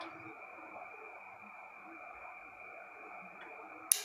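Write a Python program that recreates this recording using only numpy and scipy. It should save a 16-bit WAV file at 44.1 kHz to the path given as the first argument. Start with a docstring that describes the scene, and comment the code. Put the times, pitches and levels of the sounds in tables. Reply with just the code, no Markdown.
"""Relay click in a quiet workshop

A small relay pulls in once, close up and near the end: armature tick, blow, contact bounces, then
ringing metal and a short room tail. The bed is a far, hollow drone, soft handling rumble and a thin
whine like a distant insect chorus. A knock dies away at the start, with faint ticks, pings and squeaks.
A limiter ducks under the blow, and a fine hiss lies over everything."""
import sys
import numpy as np
from scipy import signal
from scipy.fft import rfft, irfft, next_fast_len
from scipy.io import wavfile
from scipy.ndimage import uniform_filter1d, minimum_filter1d, map_coordinates

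SR = 44100
rng = np.random.default_rng(int(sys.argv[2]) if len(sys.argv) > 2 else 0)


def pcm_store(signal):
    """Save signal as 16-bit PCM."""
    levels = np.round(np.clip(np.atleast_2d(signal), -1, 1) * 32767)
    wavfile.write(sys.argv[1], SR, levels.astype(np.int16).T)


N = 178384

# Colour of the far drone: freq_hz, gain_db
DRONE_EQ = [(15, -52), (25, -29), (43, -30), (97, -19.5), (159, -37.5), (184, -20), (238, -22), (314, -9.5),
            (398, -10.5), (437, -12), (506, -8), (730, 4.5), (926, -10), (1290, -0.5), (2000, -15),
            (2600, -60), (4400, -120)]
# Fader rides on the drone: time_s, level_db, gap_offset_db, upper_offset_db
DRONE_RIDES = [(0.1, -54.5, -11.5, -4.5), (0.71, -59.5, -0.5, -2.5), (0.76, -53, -8.5, -9),
               (1.04, -61.5, -1.5, 0.5), (1.23, -58.5, -8, -8), (1.27, -71, 9.5, 7.5), (1.33, -60.5, 1, -4),
               (2.17, -54, -17, -4.5), (2.31, -57.5, 1.5, -1.5), (2.37, -57, -16.5, -7),
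               (3.02, -60, -5.5, 0.5), (3.04, -56.5, -1, -5), (3.29, -59.5, -17, -1), (3.4, -51.5, -10, -7),
               (3.79, -57, -11, -7), (3.9, -57.5, -7, -2)]
# Drone bands: low_hz, high_hz, gain_db, ride (0 plain, 1 gap, 2 upper), drift_db
DRONE_BANDS = [(0, 560, -18, 0, 8), (567.4, 880, 0, 0, -0.5), (869.4, 1100, 0.5, 1, -1.5),
               (1107, 1550, 1.5, 2, 0), (1600, 2100, -11.5, 2, -1)]
# Fuzzy held tones in the drone: pitch_hz, width_hz, level_db
DRONE_TONES = [(744, 44, -63), (1205, 26, -66.5), (1321, 30, -67), (2383, 8.8, -62.5)]
# Hollow resonances swelling in the drone: start_s, length_s, level_db, pitch_hz
HOLLOW_SWELLS = [(0.014, 0.07, -56.5, 327), (0.144, 0.16, -58, 328), (0.591, 0.21, -64, 319),
                 (1.042, 0.048, -62, 350), (1.862, 0.11, -59.5, 324), (2.466, 0.03, -61.5, 315.5),
                 (3.021, 0.064, -59.5, 322), (3.412, 0.058, -57, 340), (3.64, 0.23, -64, 318),
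                 (0.263, 0.078, -60.5, 440), (0.405, 0.028, -65, 428), (0.946, 0.14, -58.5, 436),
                 (1.357, 0.028, -65, 422), (2.965, 0.13, -62, 437), (3.458, 0.2, -60.5, 447),
                 (3.755, 0.053, -60.5, 488), (3.967, 0.071, -59.5, 425), (0.176, 0.03, -75, 185),
                 (0.257, 0.029, -70.5, 200), (0.716, 0.033, -69, 207), (1.435, 0.056, -67.5, 205),
                 (1.79, 0.078, -67.5, 202), (3.231, 0.19, -66, 187.6)]
# Their murmur between swells: pitch_hz, width_hz, level_db
HOLLOW_MURMUR = [(196.4, 12.6, -80.5), (333.4, 85, -77.5), (473, 17, -74.5)]
# Hand and cable movement: start_s, length_s, level_db, pitch_hz
RUMBLE_SWELLS = [(0, 0.048, -72, 114), (.15, 0.12, -65, 124), (.68, 0.21, -79.5, 104),
                 (1.33, 0.11, -77, 105), (2.16, 0.067, -73.5, 61.4), (2.4, 0.23, -79, 52.6),
                 (2.45, 0.23, -80, 104), (3.72, .1, -77.5, 108)]
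# Constant low rumble: pitch_hz, width_hz, level_db
RUMBLE_BED = [(52, 17, -91.5), (112.5, 53, -84.5)]
# Colour of the whine: freq_hz, gain_db
WHINE_EQ = [(1150, -57), (1950, -37.5), (2110, -4), (2310, 8.5), (2410, 10), (2480, 6), (2650, -15.5),
            (2750, -30.5), (2900, -28), (3770, -86), (6380, -120)]
# Fader ride on the whine: time_s, level_db
WHINE_RIDE = [(0.1, -55.5), (0.65, -57), (0.81, -56.5), (1.67, -56.5), (1.77, -57), (2.77, -55),
              (2.86, -56.5), (3.76, -56.5), (3.9, -57)]
# Colour of the opening knock: freq_hz, gain_db
KNOCK_EQ = [(180, -41), (300, -9), (437, -16), (574, 6.5), (1290, 6), (1800, 2), (1940, -2), (2260, 2),
            (2830, -9), (5670, -24), (6590, -35), (9320, -39), (11000, -46), (14300, -81), (22000, -120)]
# Small hollow rings: start_s, pitch_hz, level_db, t60_s
PINGS = [(0, 1030, -34, 0.084), (3.409, 3370, -45, 0.045), (3.41, 2930, -55, 0.072),
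         (3.41, 1500, -43, 0.044)]
# A plug ticking in the socket strip: start_s, level_db, t60_s, dull (0 or 1)
PLUG_TICKS = [(.008, -46.5, 0.14, 0), (3.412, -50, 0.32, 1)]
# Colour of the bright tick: freq_hz, gain_db
BRIGHT_TICK_EQ = [(1650, -51), (2800, -25), (3400, 4.5), (4290, -6), (4530, -4), (4840, -7), (5210, -6),
                  (6530, -35), (7790, -44), (8180, -27), (9350, -18.5), (11000, -46), (12000, -35),
                  (15600, -71), (22000, -120)]
# Colour of the dull tick: freq_hz, gain_db
DULL_TICK_EQ = [(290, -43), (500, -19), (702, -2), (862, -5), (1030, 4), (1300, -23), (1480, 1), (2010, 0),
                (2290, -11), (2720, -25), (2920, -22), (3100, -24), (3380, -13), (3630, -34), (9000, -39),
                (11700, -75), (19800, -120)]
# Thin, faint squeaks: start_s, end_s, pitch_hz, level_db
THIN_SQUEAKS = [(.06, .17, 4580, -80), (.16, .25, 4830, -80), (.24, .34, 3694, -81), (.12, .18, 5650, -85),
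                (.19, .31, 5470, -87)]
# Armature ticks, blow and contact bounces: start_s, gain_db, brightness_db
RELAY_HITS = [(3.9151, -20, -9), (3.9159, -21, -9), (3.9174, -22, -2), (3.9176, 4, 4), (3.9197, -18, -8),
              (3.9207, -19, -5), (3.9218, -14, -3), (3.9227, -17, -8), (3.9236, -19, -8), (3.9262, -22, -5)]
# Modes of the armature, springs and case: pitch_hz, gain_db, t60_s
RELAY_MODES = [(1930, -26, .012), (2750, -15, .009), (3763, -16, .011), (4900, -8, .0045),
               (5755, -3, .0042), (6546, -4, .0042), (9600, -12, .0035), (10700, 0, .0048),
               (11700, -5, .0035), (14200, -14, .004), (15800, -24, .003)]
# Long-ringing metal parts: pitch_hz, width_hz, level_db, t60_s
METAL_RINGS = [(3770, 18, -49, 0.6), (5940, 60, -55, .8), (10600, 150, -44, 0.4)]
# Colour of the click as the room returns it: freq_hz, gain_db
ROOM_EQ = [(880, -45), (1500, -34), (1620, 1), (1770, -12.5), (2280, -4.5), (2570, -13), (2800, 0),
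           (3480, -12), (3800, 1.5), (4390, -4.5), (7090, 1), (8050, -16), (10700, -5), (14300, -11.5),
           (15500, -19)]
# Decay of the workshop: freq_hz, t60_s
ROOM_DECAY = [(1500, 0.65), (4000, 0.43), (7000, 0.4), (12000, 0.33)]
# Colour of the hiss: freq_hz, gain_db
HISS_EQ = [(1710, -29), (2900, -7.5), (3240, -8.5), (5260, -10.5), (6500, -12.5), (7070, -7.5), (7850, -16),
           (14700, -16), (15500, -17)]

TIME = np.arange(N) / SR
BLOW_S = RELAY_HITS[3][0]
NOISE_TOP_HZ, MIX_TOP_HZ = 15570, 16990


def amp(db):
    return 10 ** (np.asarray(db) / 20)


def unit_rms(x):
    return x / np.sqrt(np.mean(x ** 2) + 1e-20)


def along(points, hz):
    """Read a curve of (freq_hz, value) points on a log frequency axis."""
    freqs, values = np.transpose(points)
    return np.interp(np.log(hz + 1), np.log(freqs + 1), values)


def rides(rows):
    """One fader curve for each column after the time."""
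    times, *columns = np.transpose(rows)
    return [np.interp(TIME, times, column) for column in columns]


def since(start_s):
    """Seconds after start_s; zero before it."""
    return np.maximum(TIME - start_s, 0)


def filtered(x, response):
    """EQ x with a gain given as a function of frequency."""
    size = next_fast_len(len(x) + 8192)
    return irfft(rfft(x, size) * response(np.fft.rfftfreq(size, 1 / SR)), size)[:len(x)]


def noise(eq, patchy_db=0, holes_db=0):
    """Coloured noise of rms 1, mottled with broad patches of random gain and small dark holes."""
    cells = signal.stft(rng.standard_normal(N), nperseg=1024)[2]

    def blotches(bins, frames):
        field = uniform_filter1d(rng.standard_normal(cells.shape), bins, axis=0)
        return unit_rms(uniform_filter1d(field, frames, axis=1))

    mottle_db = patchy_db * blotches(6, 10) - holes_db * np.maximum(blotches(3, 5) - .3, 0)
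    mottled = signal.istft(cells * amp(mottle_db), nperseg=1024)[1][:N]
    low_hz, high_hz = eq[0][0], min(eq[-1][0], NOISE_TOP_HZ)
    return unit_rms(filtered(mottled, lambda hz: amp(along(eq, hz)) * (hz > low_hz) * (hz < high_hz)))


def band(hz, width_hz, size=N):
    """Narrow noise with steep flanks: a wavering tone."""
    return unit_rms(filtered(rng.standard_normal(size), lambda f: np.exp(-((f - hz) / width_hz) ** 2)))


def held_tones(rows):
    """A bed of sustained narrow noises."""
    return sum(amp(db) * band(hz, width_hz) for hz, width_hz, db in rows)


def swells(rows, width_ratio, edge_s):
    """Narrow noises that rise, hold and fall, each inside one second."""
    out = np.zeros(N + 2 * SR)
    from_middle_s = np.abs(np.arange(SR) / SR - .5)
    for start_s, length_s, db, hz in rows:
        outside_s = np.maximum(from_middle_s - length_s / 2, 0)
        envelope = amp(db) * np.exp(-(outside_s / edge_s) ** 2)
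        out[round((start_s + length_s / 2) * SR):][:SR] += envelope * band(hz, width_ratio * hz, SR)
    return out[SR // 2:][:N]


def drone(crossfade_hz=60, drift_knots_per_s=4.146):
    """Far drone: bands of mottled noise ride the faders and drift apart, around fuzzy held tones."""
    air = noise(DRONE_EQ, patchy_db=2.5, holes_db=18.5)
    level_db, gap_db, upper_db = rides(DRONE_RIDES)
    ride_db = [level_db, level_db + gap_db, level_db + upper_db]
    out = np.zeros(N)
    for low_hz, high_hz, db, ride, drift_db in DRONE_BANDS:
        def window(hz):
            inside_hz = np.minimum(hz - low_hz, high_hz - hz)
            return np.sqrt(np.clip(.5 + inside_hz / crossfade_hz, 0, 1))

        drift = map_coordinates(rng.standard_normal(64), [TIME * drift_knots_per_s])
        out += amp(ride_db[round(ride)] + db + drift_db * drift) * unit_rms(filtered(air, window))
    return out + held_tones(DRONE_TONES)


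def hollow_resonances():
    """Hollow tones swell out of a murmur, each in a broader, softer halo."""
    murmur = held_tones(HOLLOW_MURMUR)
    cores = swells(HOLLOW_SWELLS, width_ratio=.06, edge_s=.012)
    halos = swells(HOLLOW_SWELLS, width_ratio=.29, edge_s=.087)
    return murmur + cores + amp(-9) * halos


def handling_rumble():
    """Hand and cable movement: soft bumps over a low bed."""
    return held_tones(RUMBLE_BED) + swells(RUMBLE_SWELLS, width_ratio=.31, edge_s=.029)


def whine():
    """A thin, shimmering band of noise, like a distant insect chorus."""
    return amp(rides(WHINE_RIDE)[0]) * noise(WHINE_EQ, patchy_db=1.4, holes_db=1)


def knock(fade_s=.27):
    """The tail of a knock, falling away faster and faster."""
    return amp(-49 - 60 * (TIME / fade_s) ** 2) * noise(KNOCK_EQ, holes_db=2)


def pings(attack_s=.0042):
    """Small hollow rings: decaying sines with a little fuzz."""
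    out = np.zeros(N)
    for start_s, hz, db, t60 in PINGS:
        t = since(start_s)
        tone = np.sin(2 * np.pi * hz * TIME) + .11 * band(hz, 84)
        out += amp(db - 60 * t / t60) * (1 - np.exp(-t / attack_s)) * tone
    return out


def plug_ticks(attack_s=.001):
    """A plug ticks in the socket strip: faint noise bursts with a short tail."""
    out = np.zeros(N)
    for start_s, db, t60, dull in PLUG_TICKS:
        t = since(start_s)
        burst = noise(DULL_TICK_EQ if dull else BRIGHT_TICK_EQ)
        out += amp(db - 60 * t / t60) * (1 - np.exp(-t / attack_s)) * burst
    return out


def squeaks():
    """Faint, high tones that swell and fade in one arch."""
    out = np.zeros(N)
    for start_s, end_s, hz, db in THIN_SQUEAKS:
        progress = np.clip((TIME - start_s) / (end_s - start_s), 0, 1)
        out += amp(db) * np.sin(np.pi * progress) * band(hz, width_hz=60)
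    return out


def relay(bright_above_hz=8000):
    """Every hit rings the same metal modes with a spit of rattle; the hard blow is the brightest."""
    out, t = np.zeros(N + SR), np.arange(SR // 10) / SR
    for start_s, hit_db, brightness_db in RELAY_HITS:
        ring = np.zeros(len(t))
        for k, (hz, mode_db, t60) in enumerate(RELAY_MODES):
            db = mode_db + brightness_db * (hz > bright_above_hz) + rng.normal(0, 1)
            attack = 1 - np.exp(-(t * (hz + 2000) / 5.2) ** 2)  # high modes speak first
            ring += (-1) ** k * amp(db - 60 * t / t60) * attack * np.sin(2 * np.pi * hz * t)
        rattle = amp(-24 - 60 * t / .012) * (1 - np.exp(-t / .0004)) * rng.standard_normal(len(t))
        out[round(start_s * SR):][:len(t)] += amp(hit_db) * (ring + rattle)
    # so small a body radiates no bass
    return signal.sosfilt(signal.butter(4, 1200, "high", fs=SR, output="sos"), out[:N])


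def metal_ring(attack_s=.0036):
    """A few metal parts ring on, wavering, after the blow."""
    t = since(BLOW_S)
    ring = sum(amp(db - 60 * t / t60) * band(hz, width_hz) for hz, width_hz, db, t60 in METAL_RINGS)
    return ring * (1 - np.exp(-t / attack_s))


def room_tail(bloom_s=.014):
    """The workshop's answer blooms after the blow; the highs die first."""
    hz, frame_s, cells = signal.stft(noise(ROOM_EQ), SR, nperseg=256)
    decay_db = -60 * np.maximum(frame_s - BLOW_S, 0) / along(ROOM_DECAY, hz)[:, None]
    tail = signal.istft(cells * amp(decay_db), SR, nperseg=256)[1][:N]
    bloom = 1 - np.exp(-(since(BLOW_S) / bloom_s) ** 2)
    return amp(-31) * tail * bloom


def limiter(x, threshold_db=-12, slope=.4, release_s=.03):
    """Ducks by a share of each peak's overshoot, then lets go exponentially."""
    over_db = np.maximum(20 * np.log10(np.abs(x) + 1e-9) - threshold_db, 0)
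    held_db = -minimum_filter1d(-over_db, size=89)  # 2 ms peak hold
    release = -TIME / release_s
    released_db = np.exp(np.maximum.accumulate(np.log(held_db + 1e-9) - release) + release)
    return x * amp(-slope * uniform_filter1d(released_db, size=44))


def soft_clip(x, ceiling=.5):
    """The highest peaks flatten, adding overtones but no bass."""
    flattened = x / (1 + np.abs(x / ceiling) ** 4) ** (1 / 4)
    return x + filtered(flattened - x, lambda hz: np.clip(hz / 1500, 0, 1) ** 2)


def scene():
    """Mono mix of the bed, the small noises and the relay click."""
    bed = drone() + hollow_resonances() + handling_rumble() + whine()
    small_noises = knock() + pings() + plug_ticks() + squeaks()
    click = relay() + metal_ring() + room_tail()
    return (bed + small_noises + click)[None]


def record(dry):
    """Output chain: limiter, soft clip, hiss and a steep high cut."""
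    limited = soft_clip(limiter(dry[0]))
    hiss = amp(-82.5) * noise(HISS_EQ, patchy_db=1.7)
    return filtered(limited + hiss, lambda hz: np.clip((MIX_TOP_HZ - hz) / 400, 0, 1) ** 2)[None]


dry = scene()
out = record(dry)
pcm_store(out)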